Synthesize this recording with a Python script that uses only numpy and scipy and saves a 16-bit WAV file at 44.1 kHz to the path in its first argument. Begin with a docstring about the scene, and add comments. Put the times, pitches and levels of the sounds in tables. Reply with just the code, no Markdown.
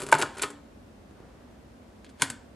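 """A hand-cranked adding machine on a table in a small, quiet room, heard from close by.
First the crank swings back: metal slides, levers tick, and it knocks against its stop. Then the
mechanism drops home and latches. Each hit is a short burst of noise plus the ringing of steel parts.
After about a second come a faint rustle of the hand and two soft bumps. At about two seconds a finger
touches a key and presses it with a sharp snap, and last a small catch drops in behind it."""
import sys
import numpy as np
from scipy import signal
from scipy.fft import rfft, irfft
from scipy.io import wavfile
from scipy.ndimage import uniform_filter1d

SR = 44100
rng = np.random.default_rng(int(sys.argv[2]) if len(sys.argv) > 2 else 0)


def persist_wave(psi):
    """Save psi, clipped to +-1, as 16-bit WAV."""
    counts = np.round(np.clip(psi, -1, 1) * 32767).astype(np.int16)
    wavfile.write(sys.argv[1], SR, np.atleast_2d(counts).T)


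N = 112454
BLOCK = 32768  # samples in one hit, filter or echo


def from_db(db):
    """Turn decibels into a number to multiply by."""
    return 10 ** (np.asarray(db) / 20)


def at_hz(points, hz):
    """Read between the rows of a table, giving every octave equal space."""
    row_hz, values = np.transpose(points)
    return np.interp(np.log(np.maximum(hz, 1)), np.log(row_hz), values)


def loudness_curve(points):
    """Join rows of seconds and dB into a gain for every sample."""
    return from_db(np.interp(np.arange(N) / SR, *np.transpose(points)))


def unit_energy(x):
    """Scale a sound so that its squared samples add up to one."""
    return x / np.sqrt(np.sum(x ** 2))


def fade(fade_s):
    """A smooth dying away; a fade time is how long it takes to drop 60 dB."""
    return np.exp(-np.log(1000) * np.arange(BLOCK) / SR / fade_s)


def causal_filter(gain):
    """A filter with these gains that never sounds ahead of its input (minimum phase)."""
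    cepstrum = irfft(np.log(gain))
    cepstrum[1:BLOCK // 2] *= 2
    cepstrum[BLOCK // 2 + 1:] = 0
    return np.exp(rfft(cepstrum))


def with_tone(x, points):
    """Make some frequencies louder and others softer, following rows of Hz and dB."""
    gain = from_db(at_hz(points, np.fft.rfftfreq(BLOCK, 1 / SR)))
    return signal.fftconvolve(x, irfft(causal_filter(gain)))[:N]


def low_cut(x, hz):
    """Take away what lies below a frequency."""
    return signal.sosfilt(signal.butter(N=4, Wn=hz, btype="high", fs=SR, output="sos"), x)


def stereo(mid, side):
    """Make left and right from what they share (mid) and what sets them apart (side)."""
    return np.array([mid + side, mid - side])


# The tone of the room's background. Each row: frequency in Hz, relative level in dB.
AIR_TONE = [(25, -0.5), (53, 4.5), (169, -7), (221, 2.5), (389, -9), (567, -9), (871, -16.5), (1170, -20),
            (1490, -21.5), (2420, -27), (9300, -37.5), (15500, -47)]
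# How much it differs between left and right. Each row: frequency in Hz, side level in dB.
AIR_WIDTH = [(60, -15), (150, -14.5), (380, -5), (950, 0), (2380, -1), (5980, -1.5), (15000, 0.5)]


def room_noise():
    """A steady low rush with a little hiss, there from start to end."""
    gain = from_db(at_hz(AIR_TONE, np.fft.rfftfreq(N, 1 / SR)))
    rushes = irfft(rfft(rng.standard_normal((2, N))) * gain, N)
    mid, side = (unit_energy(rush) * np.sqrt(N) for rush in rushes)
    return from_db(-51) * stereo(mid, with_tone(side, AIR_WIDTH))


# The tone the machine's body gives to slides, hits and bumps. Each row: frequency in Hz, gain in dB.
BODY_TONE = [(50, -7.5), (135, -4.5), (190, -7.5), (290, 1.5), (600, -1), (740, -8), (930, -2.5),
             (1180, -3), (1500, 0.5), (1980, -1), (2350, -1), (3400, -2), (4700, -1), (5700, -6),
             (7500, 0.5), (10500, -2.5), (12000, -15.5), (13500, -37), (15500, -50.5)]
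# The cams and levers sliding, and later the key stem. Each row: time in seconds, level in dB.
SLIDING_LEVELS = [(0, -42.5), (.055, -51), (.11, -49.5), (.14, -40.5), (.175, -42.5), (.21, -32.5),
                  (0.227, -34.5), (.25, -46), (.33, -60), (.38, -42.5), (0.412, -55), (0.423, -37),
                  (.445, -44), (.48, -52), (.56, -70.5), (.62, -100), (2.151, -87), (2.192, -58),
                  (2.221, -36), (2.234, -40.5), (2.28, -52.5), (2.4, -85)]
# The gritty tone of sliding. Each row: frequency in Hz, relative level in dB.
SLIDING_TONE = [(100, -12), (400, 6), (800, 18), (1500, 8), (3500, 3.5), (9000, -2.5)]


def sliding():
    """Metal sliding on metal: many tiny snags, heard through the body."""
    snags_per_s, spread_db = 1500, 2
    snags = (rng.random(N) < snags_per_s / SR) * rng.choice([-1, 1], N)
    sizes = from_db(spread_db * np.minimum(rng.exponential(1, N), 4))
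    grit = with_tone(with_tone(snags * sizes, BODY_TONE), SLIDING_TONE)
    return loudness_curve(SLIDING_LEVELS) * unit_energy(grit) * np.sqrt(N)


def hit_spectrum(strength_db, crack_fade_s):
    """The frequencies in one metal hit: a click, a brief crack and the clatter of loose parts."""
    crack, clatter = rng.standard_normal((2, BLOCK))
    rise_s = 0.00044 * from_db(-strength_db)  # light hits scrape in, hard ones start at once
    swell = 1 - np.exp(-np.arange(BLOCK) / SR / rise_s)
    clatter_db = -0.42 * strength_db  # light hits chatter more, hard ones are cleaner
    burst = from_db(-1) * unit_energy(crack * swell * fade(crack_fade_s))
    burst += from_db(clatter_db) * unit_energy(clatter * swell * fade(0.053))
    burst[0] += from_db(-19.5 - 0.01 * strength_db)  # the click
    spectrum = rfft(burst)
    broad_tone = np.sqrt(uniform_filter1d(abs(spectrum) ** 2, size=200))
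    return spectrum / causal_filter(broad_tone)  # evens out bass and treble


def ring(hz, fade_s, looseness):
    """One fading note of struck steel; loose parts make its pitch wander."""
    wander = np.sqrt(2 * np.pi * hz * looseness / SR) * np.cumsum(rng.standard_normal(BLOCK))
    return unit_energy(np.cos(2 * np.pi * hz * np.arange(BLOCK) / SR + wander) * fade(fade_s))


# The five bands that set a hit's tone. Each entry is a frequency in Hz: thump, low, middle, upper, treble.
BANDS_HZ = [140, 450, 1200, 3500, 9000]


def strike(hits, notes, looseness, burst_db, crack_fade_s):
    """Each hit makes a burst of noise and rings the part's notes. Gives two tracks: bursts, ringing."""
    tracks = np.zeros((2, N + BLOCK))
    hz = np.fft.rfftfreq(BLOCK, 1 / SR)
    rings = np.array([from_db(db) * ring(pitch, fade_s, looseness) for pitch, db, fade_s in notes])
    body_db = at_hz(BODY_TONE, hz)
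    for start_s, *band_db in hits:
        hit_db = at_hz(list(zip(BANDS_HZ, band_db)), hz)
        tone = causal_filter(from_db(body_db + hit_db))
        note_gains = from_db(2.5 * rng.standard_normal(len(notes)))  # no two hits ring alike
        ringing = rfft(note_gains @ rings)
        burst = hit_spectrum(max(band_db), crack_fade_s) * from_db(burst_db)
        start = int(start_s * SR)
        tracks[:, start:start + BLOCK] += irfft(np.array([burst, ringing]) * tone)
    return tracks[:, :N]


# The levers' hits. Each row: start in seconds, then thump, low, middle, upper and treble levels in dB.
LEVER_HITS = [(.003, 9, -1, -6, -13, -7), (.0185, -29, 3, 1.5, -6.5, -5.5), (.0255, -1, 7, -25, -33, -8),
              (.034, -6, 4, -10, -11, -10), (.0655, 3, -3, -8, -11.5, -9),
              (.0875, -8, -0.5, -4, -12, -10.5), (.094, -23, 4.5, -4, -17, -16),
              (.1168, -23, -18, -7, -4, 0), (.1208, -33, -22, -41, -8.5, 1), (.1505, 7.5, 9.5, 14, -5, -3),
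              (.1847, -19, -15, -18, -11, -1.5), (.194, -2, 8, 4.5, -17.5, -7), (.2015, 4, 1, -10, -22, -3),
              (.2155, -12.5, 10, 4, 3, -1), (.2232, 13.5, 4.5, 6.5, 10.5, 1.5),
              (.2295, -2.5, 9, 15.5, -11, -29), (.369, -10, -8, -17, -21, -29),
              (.382, 0, -7, -6.5, -15.5, -10), (.3953, -13, -4, -6, -3.5, -22.5),
              (.4165, -6, -18, -3, -6, -17), (.4205, -22, -1, -3, -2, 8), (.4255, 1.5, -3.5, 2, -1, 1.5),
              (.4332, -34, -1.5, 0.5, 7, -8), (.4368, 4, 9.5, 11, -0.5, -15),
              (.4425, -5, -1, -2.5, -11, -6.5), (.5025, -12.5, -7, -18, -19, -14)]
# The notes of the steel case and levers. Each row: pitch in Hz, level in dB, fade time in seconds.
CASE_NOTES = [(142.3, -21.5, 0.26), (283, -21.5, 0.52), (400, -16.5, .06), (586, -27, 0.079),
              (950, -23, 0.14), (1267, -18, 0.13), (1422, -15.5, 0.047), (1772, -28, 0.23),
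              (2398, -18, 0.033), (2813, -21.5, 0.048), (3390, -29.5, 0.31), (7580, -16, 0.024)]


def crank_levers():
    """Levers tick as the crank swings back, then drop home and latch, ringing the case."""
    return strike(LEVER_HITS, CASE_NOTES, looseness=0.015, burst_db=-1.5, crack_fade_s=0.018)


# Knocks on the stop. Each row: start in seconds, then thump, low, middle, upper and treble levels in dB.
STOP_HITS = [(.1245, -0.5, 11, 22, -4, -7), (.1265, 4, 14, 27, 6.5, -0.5), (.1279, 11, 11, 21.4, 9.5, 4.5),
             (.1413, 13, 7, 7, 5, -7)]
# The notes of the stop and its frame. Each row: pitch in Hz, level in dB, fade time in seconds.
STOP_NOTES = [(149, -15, .3), (632, -15.5, .022), (671, -29.5, 0.15), (886, -14.5, 0.15),
              (930, -13.5, 0.04), (1020, -35.5, .09), (1524, -18, .024), (1787, -26.5, .12),
              (2310, -20, .015)]


def crank_stop():
    """The crank knocks against its stop and bounces, ringing the frame."""
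    return strike(STOP_HITS, STOP_NOTES, looseness=0.004, burst_db=-1.5, crack_fade_s=0.0083)


# How the rustle swells and fades. Each row: time in seconds, level in dB.
RUSTLE_LEVELS = [(1.051, -80.5), (1.201, -57), (1.42, -61.5), (1.65, -72)]
# Its muffled tone. Each row: frequency in Hz, relative level in dB.
RUSTLE_TONE = [(100, -4), (400, 3), (1600, -9.5), (12000, -42.5)]


def hand_rustle():
    """A soft, dull brushing as the hand moves to the keys."""
    brushing = with_tone(rng.standard_normal(N), RUSTLE_TONE)
    return loudness_curve(RUSTLE_LEVELS) * unit_energy(brushing) * np.sqrt(N)


# The two bumps. Each row: start in seconds, level in dB before the tone is shaped.
BUMP_HITS = [(1.1108, -11), (1.203, -10.5)]
# Their deep tone. Each row: frequency in Hz, gain in dB.
BUMP_TONE = [(60, -18.5), (200, 16), (400, 4.5), (900, -11.5), (2000, -25), (6000, -32)]


def soft_bumps():
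    """Short, dull knocks through the body after the hand lets go."""
    clicks = np.zeros(N)
    for start_s, db in BUMP_HITS:
        clicks[int(start_s * SR)] = from_db(db)
    return with_tone(with_tone(clicks, BODY_TONE), BUMP_TONE)


# The key's hits. Each row: start in seconds, then thump, low, middle, upper and treble levels in dB.
KEY_HITS = [(2.0455, -9.5, -16, -21.5, -15.5, -27.5), (2.0645, -13, -8, -34, -17.5, -42),
            (2.0922, -22.5, -19.5, -31, -19.5, -27.5), (2.1982, -9.5, -20.5, -17, -13.5, -22),
            (2.2112, -7.5, -23, -21.5, -9, -13), (2.2203, 14.5, -1.5, 7, 10.5, 15),
            (2.2223, 7.5, -3, 15, 11.5, 1), (2.2295, 9.5, 7, -2, 2.5, -3), (2.2325, 8.5, 2.5, -6, -1, -3)]
# The notes of the key stem and spring. Each row: pitch in Hz, level in dB, fade time in seconds.
KEY_NOTES = [(135, -17.5, 0.2), (278.7, -25, 0.34), (924, -25, 0.12), (999, -14, 0.026), (1579, -13, 0.015),
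             (1683, -22, 0.15), (1910, -25.5, .16), (2246, -20.5, 0.025), (3280, -19, 0.07),
             (4080, -28, .11), (6650, -16, 0.05), (9340, -11.5, 0.018)]


def key_press():
    """A key ticks under a finger, then snaps down, ringing its stem and spring."""
    return strike(KEY_HITS, KEY_NOTES, looseness=0.021, burst_db=-3.5, crack_fade_s=0.011)


# The catch's hits. Each row: start in seconds, then thump, low, middle, upper and treble levels in dB.
CATCH_HITS = [(2.3003, -6, -1.5, -1.5, -5.5, -5), (2.3021, 15.5, -7, 1.5, -5.5, -1.5)]
# The notes of the catch. Each row: pitch in Hz, level in dB, fade time in seconds.
CATCH_NOTES = [(1517, -27, 0.069), (7640, -15, 0.029), (8650, -12, 0.015)]


def key_catch():
    """A small steel catch drops in behind the key with a bright click."""
    return strike(CATCH_HITS, CATCH_NOTES, looseness=0.015, burst_db=-2.5, crack_fade_s=0.0096)


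# How much the machine differs between left and right. Each row: frequency in Hz, side level in dB.
MACHINE_WIDTH = [(300, -41), (2000, -30.5), (5000, -16.5), (10000, -14), (13000, 7)]


def microphones(x):
    """Two close microphones get the low sounds in step and the high ones more out of step."""
    side_gain = from_db(at_hz(MACHINE_WIDTH, np.fft.rfftfreq(N, 1 / SR)))
    side = irfft(rfft(x) * 1j * side_gain, N)  # 1j shifts each wave by a quarter of a cycle
    return stereo(x, side)


# How strong the room's echo is. Each row: frequency in Hz, level in dB.
ECHO_LEVELS = [(120, -15.5), (450, -8), (1500, -10.5), (4000, -16), (10000, -16)]
# How long it lasts. Each row: frequency in Hz, fade time in seconds.
ECHO_FADES = [(120, 0.27), (500, 0.55), (1800, 0.4), (5000, 0.39), (11000, 0.19)]


def room_echo(x):
    """The walls send back a blur of echoes that dies sooner in the treble."""
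    delay_s, side_db = 0.013, -15.5
    noises = rng.standard_normal((2, 2, BLOCK))
    edges_hz = np.geomspace(60, 16000, num=9)
    tail = 0
    for k, (low, high) in enumerate(zip(edges_hz, edges_hz[1:])):
        hz = np.sqrt(low * high)
        dying = fade(at_hz(ECHO_FADES, hz))
        mid, side = (unit_energy(noise * dying) for noise in noises[k % 2])
        band = signal.butter(3, [low, high], "band", fs=SR, output="sos")
        echoes = signal.sosfilt(band, stereo(mid, from_db(side_db) * side))
        tail = tail + from_db(at_hz(ECHO_LEVELS, hz)) * echoes
    tail = np.pad(tail, ((0, 0), (int(delay_s * SR), 0)))
    return signal.fftconvolve(x[None], tail, axes=1)[:, :N]


def scene():
    """The machine, almost in the centre, in its quiet room."""
    air = low_cut(room_noise(), hz=50)
    hits = crank_levers() + crank_stop() + key_press() + key_catch()
    bursts, ringing = low_cut(hits, hz=91)  # the case gives off little deep bass
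    noises = bursts + sliding() + soft_bumps() + hand_rustle()
    echo = room_echo(noises + from_db(-6) * ringing)  # the ringing is heard with a weaker echo than the bursts
    machine = microphones(noises + ringing) + echo
    return machine * from_db([[0.35], [-0.35]]) + air  # a touch to the left


def record(dry):
    """Round off the tallest peaks and cut the very highest treble."""
    peak_limit, cutoff_hz = 0.88, 15800
    rounded = dry / (1 + (dry / peak_limit) ** 6) ** (1 / 6)
    return signal.sosfilt(signal.cheby2(12, 70, cutoff_hz, fs=SR, output="sos"), rounded)


dry = scene()
out = record(dry)
persist_wave(out)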